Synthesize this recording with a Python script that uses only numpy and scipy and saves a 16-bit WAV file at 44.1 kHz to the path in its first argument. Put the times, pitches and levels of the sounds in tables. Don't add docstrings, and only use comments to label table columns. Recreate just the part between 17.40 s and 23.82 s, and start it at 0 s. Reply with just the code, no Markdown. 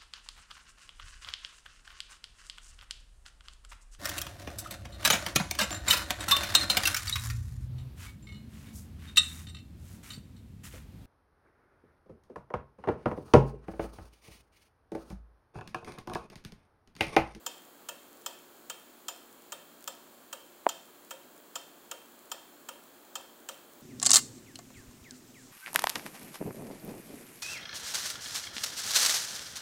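import sys
import numpy as np
from scipy import signal
from scipy.fft import rfft, irfft, next_fast_len
from scipy.io import wavfile

SR = 44100
rng = np.random.default_rng(int(sys.argv[2]) if len(sys.argv) > 2 else 0)


def inscribe(sig):
    pcm = np.round(np.clip(np.atleast_2d(sig).T, -1, 1) * 32767)
    wavfile.write(sys.argv[1], SR, pcm.astype(np.int16))


N = 283122
TOP_HZ = 15800


def amp(db):
    return 10 ** (np.asarray(db) / 20)


def unit(x):
    return x / np.sqrt(np.mean(x ** 2) + 1e-20)


def along(points, hz):
    freqs, values = np.transpose(points)
    return np.interp(np.log(hz + 1), np.log(freqs + 1), values)


def add(track, s, sound):
    part = track[round(s * SR):][:len(sound)]
    part += sound[:len(part)]


def filtered(x, response):
    size = next_fast_len(len(x) + SR // 4)
    return irfft(rfft(x, size) * response(np.fft.rfftfreq(size, 1 / SR)), size)[:len(x)]


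def struck(response, size=8192):
    gain = response(np.fft.rfftfreq(size, 1 / SR))
    cepstrum = irfft(np.log(np.maximum(gain, 1e-6)))
    cepstrum[1:size // 2] *= 2
    cepstrum[size // 2 + 1:] = 0
    return irfft(np.exp(rfft(cepstrum)))


def air(rms_db=-57.0):
    # frequency in Hz, relative density in dB.
    density = [(25, -21), (80, -17.5), (140, -12), (200, -4.5), (245, 2), (400, 0.5), (900, -4), (1400, -5),
               (2000, -12), (4000, -14), (5700, -19), (7300, -10.5), (8500, -15.5), (12000, -15),
               (15300, -8.5)]
    noise = filtered(rng.standard_normal(N), lambda hz: amp(along(density, hz)) * (hz < TOP_HZ))
    return amp(rms_db) * unit(noise)


def whine(hz=15000, rms_db=-81):
    return amp(rms_db) * unit(np.sin(2 * np.pi * hz * np.arange(N) / SR))


def motor(shaft_hz=58.832, drift_hz=0.0032, gain_db=0.2, knots=8):
    # multiple of the shaft speed, level in dB.
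    harmonics = [(4, -76), (5, -73), (6, -71), (8, -78), (10, -75), (12, -81), (14, -81), (17, -84),
                 (19, -77), (27, -85), (28, -80), (40, -86), (53, -80), (55, -80), (56, -85), (57, -84),
                 (58, -85), (59, -85), (67, -89), (69, -92), (70, -83), (71, -83), (72, -87), (73, -85),
                 (75, -88), (78, -82), (80, -95)]
    drift = np.interp(np.arange(N), np.linspace(0, N, knots), rng.standard_normal(knots))
    angle = 2 * np.pi * np.cumsum(shaft_hz + drift_hz * drift) / SR
    hum = sum(amp(db) * np.sin(round(k) * angle + 2 * np.pi * rng.random()) for k, db in harmonics)
    return amp(gain_db) * np.sqrt(2) * hum


def crackle(count=42, faint_db=-31, spread_db=1.5, click_gain_db=4, low_cut_hz=3500):
    # start in seconds, level in dB.
    click_events = [(2.4263, -31), (2.4424, -24.5)]
    # frequency in Hz, gain in dB.
    colour = [(2000, -22), (4500, -9), (7000, 0), (10000, 0), (12000, -7), (15000, -2)]
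    clicks, faint = np.zeros(N), np.zeros(N)
    for s, db in click_events:
        add(clicks, s, amp([db + click_gain_db]))
    for when, size in rng.random((count, 2)):
        add(faint, when * (N - 1) / SR, amp([faint_db + spread_db * (2 * size - 1)]))
    clicks = filtered(clicks, lambda hz: hz ** 2 / (hz ** 2 + low_cut_hz ** 2))
    return clicks + filtered(faint, lambda hz: amp(along(colour, hz)))


def room():
    # frequency in Hz, time to fall 60 dB in seconds.
    t60 = [(300, 0.055), (1000, 0.58), (3200, 0.54), (7000, 0.51), (14000, 0.45)]
    # frequency in Hz, gain in dB.
    share = [(300, 2.5), (600, 4.5), (1200, -11.5), (2200, 0), (3200, -8.5), (4300, -4), (7000, -13.5),
             (10000, -4), (14000, -12)]
    hz, t, noise = signal.stft(rng.standard_normal(SR // 2), SR, nperseg=256)
    fade = np.exp(-np.log(1000) * t / along(t60, hz)[:, None])
    fade *= amp(along(share, hz))[:, None] / np.sqrt(np.mean(fade ** 2, axis=1, keepdims=True) * SR / 2)
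    tail = signal.istft(noise * fade, SR, nperseg=256)[1]
    return tail * (1 - np.exp(-np.arange(len(tail)) / SR / 0.00096))


def knock(at_s=3.2666, level_db=-6.5, room_db=-21, brush_db=-24, brush_s=0.0063, soft_hz=4200):
    # frequency in Hz, relative level in dB.
    colour = [(40, -58), (100, -45), (200, -22.5), (280, -11.5), (500, -7), (680, 2.5), (800, -2), (960, 1),
              (1300, -13), (2100, -18.5), (3000, -26), (4000, -34), (5500, -45), (16000, -50)]
    out = np.zeros(N)
    push = struck(lambda hz: amp(along(colour, hz)))
    push = amp(level_db) * push / np.abs(push).max()
    add(out, at_s, push + amp(room_db) * signal.fftconvolve(push, room())[:len(push)])
    brush = rng.standard_normal(round(brush_s * SR))
    add(out, at_s - brush_s, amp(brush_db) * signal.fftconvolve(brush / np.linalg.norm(brush), push))
    return filtered(out, lambda hz: np.exp(-(hz / soft_hz) ** 2))


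def gong(pallet, scatter_db=2.5, detune_hz=1.1, rise_s=0.015):
    # frequency in Hz, time to fall 60 dB in seconds, tick level in dB, tock level in dB.
    modes = [(168, 3.4, -8, -8.5), (3110, 0.47, 6, 1), (3146, 0.59, 5, 6), (3170, 0.54, 4, 1),
             (3220, 0.49, 4, 7), (3290, 0.6, 4, -3), (3570, 0.57, 6.5, -5), (3610, 0.59, 5, 0),
             (5220, .35, 1, -3), (5375, .35, -1, -5)]
    t = np.arange(2 * SR) / SR
    ring = np.zeros(len(t))
    for hz, t60, *levels in modes:
        envelope = amp(levels[pallet] + scatter_db * rng.normal()) * np.exp(-np.log(1000) * t / t60)
        ring += envelope * np.sin(2 * np.pi * (hz + detune_hz * rng.normal()) * t)
    return ring * (1 - np.exp(-t / rise_s))


def body_gain(hz, pallet, floor_db=-27, low_cut_hz=250):
    # centre in Hz, width in Hz, tick level in dB, tock level in dB.
    resonances = [(546, 91, -4.5, -2), (674, 28, -2.5, -6.5), (755, 82, -4, -11), (935, 69, 3, -0.5),
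                  (1264, 208, 2, -2), (1395, 58, -11, -2.5), (1550, 46, -16, -10.5),
                  (1750, 175, -7.5, -7.5), (2290, 200, -20.5, -16.5), (2552, 77, -6.5, -10),
                  (2696, 134, -7, -6.5), (2923, 43, -7, -6), (3160, 110, 4.5, 0.5), (3410, 180, -6, -32),
                  (3618, 53, -6, -8), (3890, 110, -16, -14), (4370, 750, -12.5, -18),
                  (5350, 570, -7.5, -14), (5970, 260, -8, -13.5), (6580, 320, -8, -9), (7060, 173, 2.5, -4),
                  (7490, 190, -1.5, -6), (7880, 620, -8.5, -12.5), (8780, 150, -12, -10.5),
                  (9220, 240, -13, -16.5), (13930, 450, -11.5, -18), (15100, 700, -19, -16)]
    power = sum(amp(levels[pallet]) ** 2 / (1 + ((hz - centre) / width * 1.536) ** 2) ** 2
                for centre, width, *levels in resonances)
    return np.sqrt(power + amp(floor_db) ** 2) * hz ** 2 / (hz ** 2 + low_cut_hz ** 2)


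def drop_gain(hz, force_db, s, dull_db_per_s=0.8, dull_above_hz=9900):
    # frequency in Hz, gain at a usual drop in dB, change in dB per dB of force.
    hardness = [(1110, -0.04, -0.13), (3200, 1.5, 0.8), (7000, 2, 0.95), (14000, 8, 0.2)]
    levels = [(centre, db + slope * force_db) for centre, db, slope in hardness]
    dulling_db = dull_db_per_s * s * hz ** 8 / (hz ** 8 + dull_above_hz ** 8)
    return amp(along(levels, hz) - dulling_db)


def rattle(jolts, band_count=14):
    # frequency in Hz, rise time in seconds.
    rise = [(500, 0.0041), (1200, 0.0027), (3200, 0.0014), (7000, 0.00086), (14000, 0.00083)]
    # frequency in Hz, time to fall 60 dB in seconds.
    t60 = [(500, 0.058), (1200, 0.034), (3200, 0.039), (7000, 0.037), (14000, 0.041)]
    t, hz = np.arange(len(jolts)) / SR, np.fft.rfftfreq(len(jolts), 1 / SR)
    centres = np.geomspace(300, 16000, band_count)
    bands = np.array([along(np.c_[centres, row], hz) for row in np.eye(band_count)])
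    swell = 1 - np.exp(-(t / along(rise, centres)[:, None]) ** 2)
    fade = np.exp(-np.log(1000) * t / along(t60, centres)[:, None])
    spectrum = rfft(np.sum(swell * fade * irfft(bands * rfft(jolts)), axis=0))
    return irfft(spectrum / np.abs(spectrum))[:len(jolts) // 2]


def clock(beat_db=3, gong_db=-69, size=4096):
    # time in seconds, relative force in dB.
    drops = [(0.0636, 1.9), (0.4875, 1.5), (0.8615, 0.5), (1.2987, 2.6), (1.6834, .3), (2.1214, 0.7),
             (2.4762, -1.2), (2.9282, -0.1), (3.2899, 2.2), (3.7082, -2.5), (4.1556, -0.5), (4.5129, 1),
             (4.9162, -.6), (5.2875, -2.6), (5.7546, -1.1), (6.0878, 1.5)]
    out = np.zeros(N)
    paths = rng.standard_normal((2, size))
    for k, (s, force_db) in enumerate(drops):
        pallet = k % 2
        response = struck(lambda hz: body_gain(hz, pallet) * drop_gain(hz, force_db, s))
        jolts = paths[pallet] + rng.standard_normal(size)
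        beat = amp(beat_db) * signal.fftconvolve(rattle(jolts), response)
        start = s - .0008
        add(out, start, beat)
        add(out, start, signal.fftconvolve(beat, room()))
        add(out, s, amp(gong_db + force_db) * gong(pallet))
    return out


def scene():
    return (clock() + knock() + crackle() + air() + motor() + whine())[None]


def record(dry):
    return np.array([filtered(channel, lambda hz: hz < TOP_HZ) for channel in dry])


dry = scene()
out = record(dry)
inscribe(out)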